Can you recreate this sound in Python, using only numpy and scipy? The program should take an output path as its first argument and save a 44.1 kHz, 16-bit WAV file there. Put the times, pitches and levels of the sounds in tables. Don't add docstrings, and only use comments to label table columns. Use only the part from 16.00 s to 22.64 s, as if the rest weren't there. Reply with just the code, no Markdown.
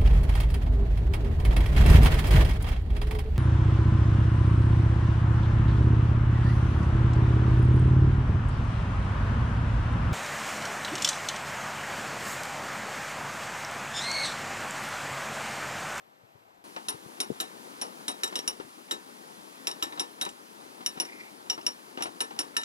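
import sys
import numpy as np
from scipy import signal
from scipy.fft import rfft, irfft, next_fast_len
from scipy.io import wavfile
from scipy.ndimage import uniform_filter1d, map_coordinates

SR = 44100
rng = np.random.default_rng(int(sys.argv[2]) if len(sys.argv) > 2 else 0)


def transcribe(signal):
    frames = np.atleast_2d(signal).T
    limited = np.clip(frames, -1, 1)
    pcm = np.round(limited * 32767).astype(np.int16)
    wavfile.write(sys.argv[1], SR, pcm)


N = 292824

# t/s, strength/dB against a usual drop, landing spot across the tooth (-1 to 1),
# contact hardness as treble gain/dB
PAWL_DROPS = [(0.8852, -4, 0.32, 9.5), (1.2027, 0, -0.15, 6), (1.4014, -3.5, 1, 1.5),
              (1.8143, -5.5, -0.63, 4.5), (2.081, -2, .5, 4), (2.2342, 0, 0.68, 0.5),
              (2.356, 2.5, -0.4, -5), (2.477, 2.5, -0.49, 0.5), (2.9107, -2.5, 0.7, -1.5),
              (3.671, 1, -0.014, 0), (3.825, 1.5, 0.23, -3.5), (3.9959, 1, -0.091, -3),
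              (4.2127, -2, .45, 2), (4.862, 5, -0.45, -0.5), (5.0, -0.5, -0.82, 1),
              (5.4987, 2.5, -0.42, -11.5), (5.6653, 3, -0.84, -6), (6.0232, -6.5, 0.054, 7.5),
              (6.2053, 0.5, -0.13, 3.5), (6.3899, -0.5, -0.24, 3.5), (6.5664, 2.5, 0.21, -2.5)]
# t/s, relative level/dB
PAWL_REBOUNDS = [(2.115, -36), (2.277, -29.5), (2.39, -21), (3.7132, -27), (4.251, -25.5), (4.29, -30),
                 (5.05, -34), (5.525, -29), (5.613, -37.5), (6.409, -25), (6.615, -31), (6.6344, -26)]
# t/s, relative level/dB
COG_CLUNKS = [(0.763, -27.5), (2.325, -32), (2.599, -35.5), (3.924, -35.5), (3.975, -33), (4.262, -28.5),
              (4.807, -37), (4.974, -35.5), (5.578, -32.5), (5.974, -28.5), (6.007, -28), (6.056, -30),
              (6.307, -34.5)]
# t/s, relative level/dB, f/Hz
CAMERA_BUMPS = [(0.234, -48, 115), (0.351, -45.5, 121), (0.943, -38, 134), (1.06, -37.5, 150),
                (1.301, -19.5, 242), (1.313, -30, 154), (2.39, -32.5, 295), (2.6, -25, 404),
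                (2.648, -45, 150), (4.971, -37, 195)]
# f/Hz, relative level/dB, t60/s, gain/dB when it lands at spot +1
PAWL_MODES = [(1319, -10.5, 0.13, 10.5), (1770, -13, 0.33, 10), (2893, -9, 0.13, 0.5), (3812, -6, 0.14, 9),
              (5515, -10.5, 0.16, 0), (5568, -4, 0.094, -6.5), (5620, -10, 0.06, 5), (6840, -26, 0.065, 11),
              (7420, -14, 0.11, 10), (8210, -24.5, 0.069, 4), (9050, -16.5, 0.13, 2.5),
              (9770, -13, 0.11, -2.5), (9780, -14.5, 0.11, -5.5), (10230, -17.5, 0.087, -1),
              (12460, -25.5, 0.074, 9), (14040, -30, 0.11, 1), (13800, -31, 0.15, 4)]
MODE_HZ, MODE_DB, MODE_T60_S, MODE_SPOT_DB = np.transpose(PAWL_MODES)
# f/Hz, relative level/dB
CRACK_SPECTRUM = [(300, -45), (1200, 4), (2000, 5.5), (3300, 6.5), (4500, -2), (5700, 4), (8000, -5),
                  (10000, -17.5), (12000, -3.5), (16000, -31)]
# f/Hz, relative level/dB
GATE_SPECTRUM = [(50, -50), (150, -19.5), (310, 2.5), (420, 1.5), (560, -7), (870, 4), (1100, 0.5),
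                 (1550, -7.5), (3200, -13.5), (6000, -21), (15000, -47)]
# f/Hz, relative level/dB
COG_SPECTRUM = [(60, -47), (200, 1), (340, 10.5), (550, -0.5), (870, 10.5), (1500, -1), (2300, -4),
                (3400, -9.5), (5000, -17), (7500, -25), (15000, -39)]
# f/Hz, relative level/dB
RUB_SPECTRUM = [(1500, -35), (2000, 1), (2150, -1), (2380, 0), (2700, -19), (4000, -28), (4700, -16),
                (5600, -26), (8000, -44)]
# f/Hz, relative level/dB
WATER_SPECTRUM = [(30, -68), (85, -17), (130, -14), (200, 1), (270, 3.5), (400, 1.5), (620, -4.5), (900, 0),
                  (1400, -8.5), (2500, -16.5), (5000, -19), (8000, -23.5), (10000, -19), (15000, -30)]
# f/Hz, relative level/dB
AIR_SPECTRUM = [(30, -29), (120, -8.5), (260, -4.5), (550, -5), (800, 0), (1400, -9.5), (3000, -19),
                (6000, -26.5), (9000, -29.5), (12500, -30), (13250, -18), (13900, -37), (16000, -47)]
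# t/s, level/dB
WATER_SWELL = [(0.75, -52), (0.88, -52.5), (1.77, -49.5), (2.33, -50), (2.67, -53), (3.93, -50.5),
               (4.3, -53.5), (4.79, -52), (4.99, -51), (5.39, -53), (6.49, -52.5), (6.6, -56)]
# f/Hz, t60/s
ECHO_DECAY = [(200, 0.41), (1500, 0.076), (5000, 0.1), (14000, 0.057)]
# f/Hz, gain/dB
RIGHT_PORT_GAIN = [(60, -9), (120, -12), (210, -16), (400, -20), (700, -8), (1300, -2.5), (2400, 0.2),
                   (8000, -1), (10000, -2.5), (15000, -5)]
# f/Hz, phase/rad
RIGHT_PORT_PHASE = [(300, 0), (400, 3.5), (520, 2), (900, 3), (2000, 2.5), (3300, 2), (6000, 1.4),
                    (10000, 1.5), (15000, 0.95)]
# f/Hz, likeness (0-1)
PORT_LIKENESS = [(60, .5), (220, 0.65), (430, 0.43), (800, 0.92), (1500, 0.79), (4000, 0.73), (9000, 0.58),
                 (15000, .4)]

LOCK_S = 0.641
TOP_HZ = 15700
FALL_DB = -31
SEAT_ABOVE_DB, SEAT_SLOPE = 2, 3.2
BOUNCE_S, BOUNCE_DB = 0.036, -40.5
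LEAD_S, LEAD_DB = 0.033, -45
MID_HZ = 3812
HARD_HZ, HARD_OCTAVES = 10500, 0.42
LOW_HZ, LOW_RISE_DB_PER_S, LOW_EVEN_S = 3300, 1.5, 3.7
RUB_S, RUB_LENGTH_S, RUB_DB = 5.05, 0.25, -52


def pawl(ring_db, crack_db, crack_grows, crack_hardens, flash_db, flash_grows,
         chatter_db, chatter_s, hop_tilt_db):
    out, t = np.zeros(N), np.arange(SR // 3) / SR
    octaves = np.log2(MODE_HZ / MID_HZ)
    for s, db, spot, hard_db in PAWL_DROPS:
        mode_db = FALL_DB + db + colour(s, spot, hard_db)
        snap_db = crack_db + crack_grows * db + crack_hardens * hard_db
        drop_flash_db = flash_db + flash_grows * db
        add(out, s, ring(t, mode_db + ring_db, scatter_db=1.25, flash_db=drop_flash_db, flash_s=0.0055))
        add(out, s, amp(snap_db) * crack(t, t60=0.012, rattle_db=-13, rattle_t60=0.075))
        for k in range(3):
            hop = ring(t, mode_db + hop_tilt_db * octaves, scatter_db=5, flash_db=11.5, flash_s=0.0038)
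            tick = amp(snap_db + 2.0) * crack(t, t60=0.0081, rattle_db=-27, rattle_t60=0.05)
            hop_s = s + chatter_s * (k + rng.uniform(0.6, 1.4))
            hop_db = chatter_db + seating_db(db) - 4.5 * k
            add(out, hop_s, amp(hop_db) * (hop + tick))
    return out


def rebounds(ring_db, crack_db):
    out, t = np.zeros(N), np.arange(SR // 3) / SR
    drop_s = np.transpose(PAWL_DROPS)[0]
    faint = [(s + BOUNCE_S * rng.uniform(0.64, 1.5), BOUNCE_DB) for s in drop_s]
    for s, db in PAWL_REBOUNDS + faint:
        _, _, spot, hard_db = PAWL_DROPS[np.searchsorted(drop_s, s) - 1]
        mode_db = colour(s, spot, hard_db) + ring_db
        touch = ring(t, mode_db, scatter_db=3.0, flash_db=10.0, flash_s=0.0089)
        snap = amp(crack_db) * crack(t, t60=0.0055, rattle_db=-6, rattle_t60=0.067)
        add(out, s, amp(db) * (touch + snap))
    return out


def ring(t, mode_db, scatter_db, flash_db, flash_s):
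    hz, t60 = MODE_HZ[:, None], MODE_T60_S[:, None]
    size, detune, phase = rng.standard_normal((3, len(MODE_HZ), 1))
    wander = np.cumsum(rng.standard_normal((len(MODE_HZ), len(t))), axis=1) / np.sqrt(SR)
    drift = 1.04 * wander * np.sqrt(hz / MID_HZ)
    waves = np.sin(2 * np.pi * (hz * (1 + 0.001 * detune) * t + phase + drift))
    flash = flash_db * np.exp(-t / flash_s)
    level_db = (MODE_DB + mode_db)[:, None] + scatter_db * size + flash - 60 * t / t60
    onset = 1 - np.exp(-t / 0.00026)
    return np.sum(waves * amp(level_db), axis=0) * onset


def crack(t, t60, rattle_db, rattle_t60):
    decay = amp(-60 * t / t60) + amp(rattle_db - 60 * t / rattle_t60)
    return noise(CRACK_SPECTRUM, size=len(t)) * decay


def colour(s, spot, hard_db):
    low_db = LOW_RISE_DB_PER_S * (s - LOW_EVEN_S) * (MODE_HZ < LOW_HZ)
    hardness = np.exp(-(np.log2(MODE_HZ / HARD_HZ) / HARD_OCTAVES) ** 2)
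    return spot * MODE_SPOT_DB + hard_db * hardness + low_db


def seating_db(db):
    return -SEAT_SLOPE * max(db - SEAT_ABOVE_DB, 0)


def gate(knock_db, grows_db_per_s, rise_s, t60):
    out, t = np.zeros(N), np.arange(SR // 3) / SR
    for s, db, *_ in PAWL_DROPS:
        level_db = knock_db + seating_db(db) + grows_db_per_s * (s - LOW_EVEN_S)
        envelope = amp(level_db - 60 * t / t60) * (1 - np.exp(-t / rise_s))
        add(out, s, envelope * noise(GATE_SPECTRUM, size=len(t)))
    return out


def cogs(clunk_db, rise_s, t60, iron_db):
    out, t = np.zeros(N), np.arange(SR // 4) / SR
    dull_db = -9 * np.log2(MODE_HZ / MID_HZ)
    faint = [(s - LEAD_S * rng.uniform(0.7, 1.3), LEAD_DB) for s, *_ in PAWL_DROPS]
    for s, db in COG_CLUNKS + faint:
        envelope = amp(clunk_db - 60 * t / t60) * (1 - np.exp(-t / rise_s))
        clunk = envelope * noise(COG_SPECTRUM, size=len(t))
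        stirred = ring(t, dull_db + iron_db, scatter_db=4.5, flash_db=18.5, flash_s=0.0034)
        add(out, s, amp(db) * (clunk + stirred))
    return out


def spindle(rough_db):
    u = np.clip((np.arange(N) / SR - RUB_S) / RUB_LENGTH_S, 0, 1)
    swell = 2 * np.sqrt(u * (1 - u))
    return amp(RUB_DB + rough_db * wobble(80)) * swell * noise(RUB_SPECTRUM, size=N)


def bumps(cycles, scuff_db):
    out, t = np.zeros(N), np.arange(SR // 8) / SR
    scuff_spectrum = [(40, -37), (150, -23.0), (420, 12), (800, -17), (4000, -52)]  # f/Hz, level/dB
    for s, db, hz in CAMERA_BUMPS:
        u = t * hz / cycles
        push = np.sin(2 * np.pi * hz * t)
        scuff = amp(scuff_db) * noise(scuff_spectrum, size=len(t))
        add(out, s, amp(db) * u * np.exp(1 - u) * (push + scuff))
    return filtered(out, lambda hz: hz ** 3 / (hz ** 3 + 85 ** 3))


def walls(x):
    out, t = np.zeros((2, N)), np.arange(N) / SR
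    places = np.linspace(0, N / SR, num=8)
    for place in places:
        hz, age, z = signal.stft(rng.standard_normal((2, SR // 4)), SR, nperseg=256)
        decay = amp(-60 * age / along(ECHO_DECAY, hz)[:, None])
        tail = signal.istft(z * decay, SR, nperseg=256)[1]
        tail = tail / np.linalg.norm(tail[0])
        share = np.sqrt(np.clip(1 - abs(t - place) / places[1], 0, 1))
        late = np.pad(x * share, (SR // 250, 0))
        out += signal.fftconvolve(late[None], tail, axes=1)[:, :N]
    return diffuse(out)


def water(gurgle_db, fizz_db, fizz_follows, split_hz):
    s, db = np.transpose(WATER_SWELL)
    swell_db = np.interp(np.arange(N) / SR, s, db) - db.mean()
    spill = rush(WATER_SPECTRUM, patchy_db=0.9)
    low = filtered(spill, lambda hz: 1 / (1 + (hz / split_hz) ** 4))
    gurgle = unit(low) * amp(gurgle_db + swell_db + 1.47 * wobble(25))
    fizz = unit(spill - low) * amp(fizz_db + fizz_follows * swell_db + 0.22 * wobble(17))
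    return gurgle + fizz


def towpath(air_db):
    return amp(air_db) * rush(AIR_SPECTRUM, patchy_db=0.5)


def rush(spectrum, patchy_db):
    pair = np.array([noise(spectrum, size=N), noise(spectrum, size=N)])
    z = signal.stft(pair, nperseg=512)[2]
    field = uniform_filter1d(rng.standard_normal(z.shape[1:]), size=4, axis=0)
    field = uniform_filter1d(field, size=8, axis=1)
    patchy = signal.istft(z * amp(patchy_db * unit(field)), nperseg=512)[1][:, :N]
    return unit(diffuse(patchy))


def diffuse(pair):
    turn = lambda hz: np.arccos(np.clip(along(PORT_LIKENESS, hz), 0, 1)) / 2
    mid, side = filtered(pair, lambda hz: np.array([np.cos(turn(hz)), np.sin(turn(hz))]))
    return np.array([mid + side, mid - side])


def noise(spectrum, size):
    return unit(filtered(rng.standard_normal(size), lambda hz: amp(along(spectrum, hz))))


def wobble(rate):
    return map_coordinates(rng.standard_normal(int(N * rate / SR) + 4), [np.arange(N) * rate / SR])


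def filtered(x, response):
    n = x.shape[-1]
    m = next_fast_len(n + 8192)
    return irfft(rfft(x, m) * response(np.fft.rfftfreq(m, 1 / SR)), m)[..., :n]


def along(points, hz):
    f, v = np.transpose(points)
    return np.interp(np.log(hz + 1), np.log(f + 1), v)


def add(track, s, sound):
    room = track[max(round(s * SR), 0):][:len(sound)]
    room += sound[:len(room)]


def unit(x):
    return x / np.sqrt(np.mean(x ** 2) + 1e-20)


def amp(db):
    return 10 ** (np.asarray(db) / 20)


def scene():
    gear = pawl(ring_db=2.5, crack_db=-25.5, crack_grows=0.57, crack_hardens=0.25, flash_db=8.0,
                flash_grows=0.42, chatter_db=-7.5, chatter_s=0.0043, hop_tilt_db=6)
    gear = gear + rebounds(ring_db=-15.5, crack_db=-9.5)
    gear = gear + spindle(rough_db=5)
    gear = gear + gate(knock_db=-29, grows_db_per_s=0.06, rise_s=0.003, t60=0.19)
    gear = gear + cogs(clunk_db=1, rise_s=0.0014, t60=0.1, iron_db=-24)
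    echo = amp(-12.0) * walls(gear)
    spill = water(gurgle_db=-48.5, fizz_db=-52.0, fizz_follows=0.77, split_hz=1255)
    background = np.where(np.arange(N) / SR < LOCK_S, towpath(air_db=-56.5), spill)
    return gear + echo + bumps(cycles=0.53, scuff_db=-6) + background


def record(dry):
    port = lambda hz: amp(along(RIGHT_PORT_GAIN, hz)) * np.exp(1j * along(RIGHT_PORT_PHASE, hz))
    right = filtered(dry[1], port)
    return filtered(np.array([dry[0], right]), lambda hz: 1 / np.sqrt(1 + (hz / TOP_HZ) ** 120))


dry = scene()
out = record(dry)
transcribe(out)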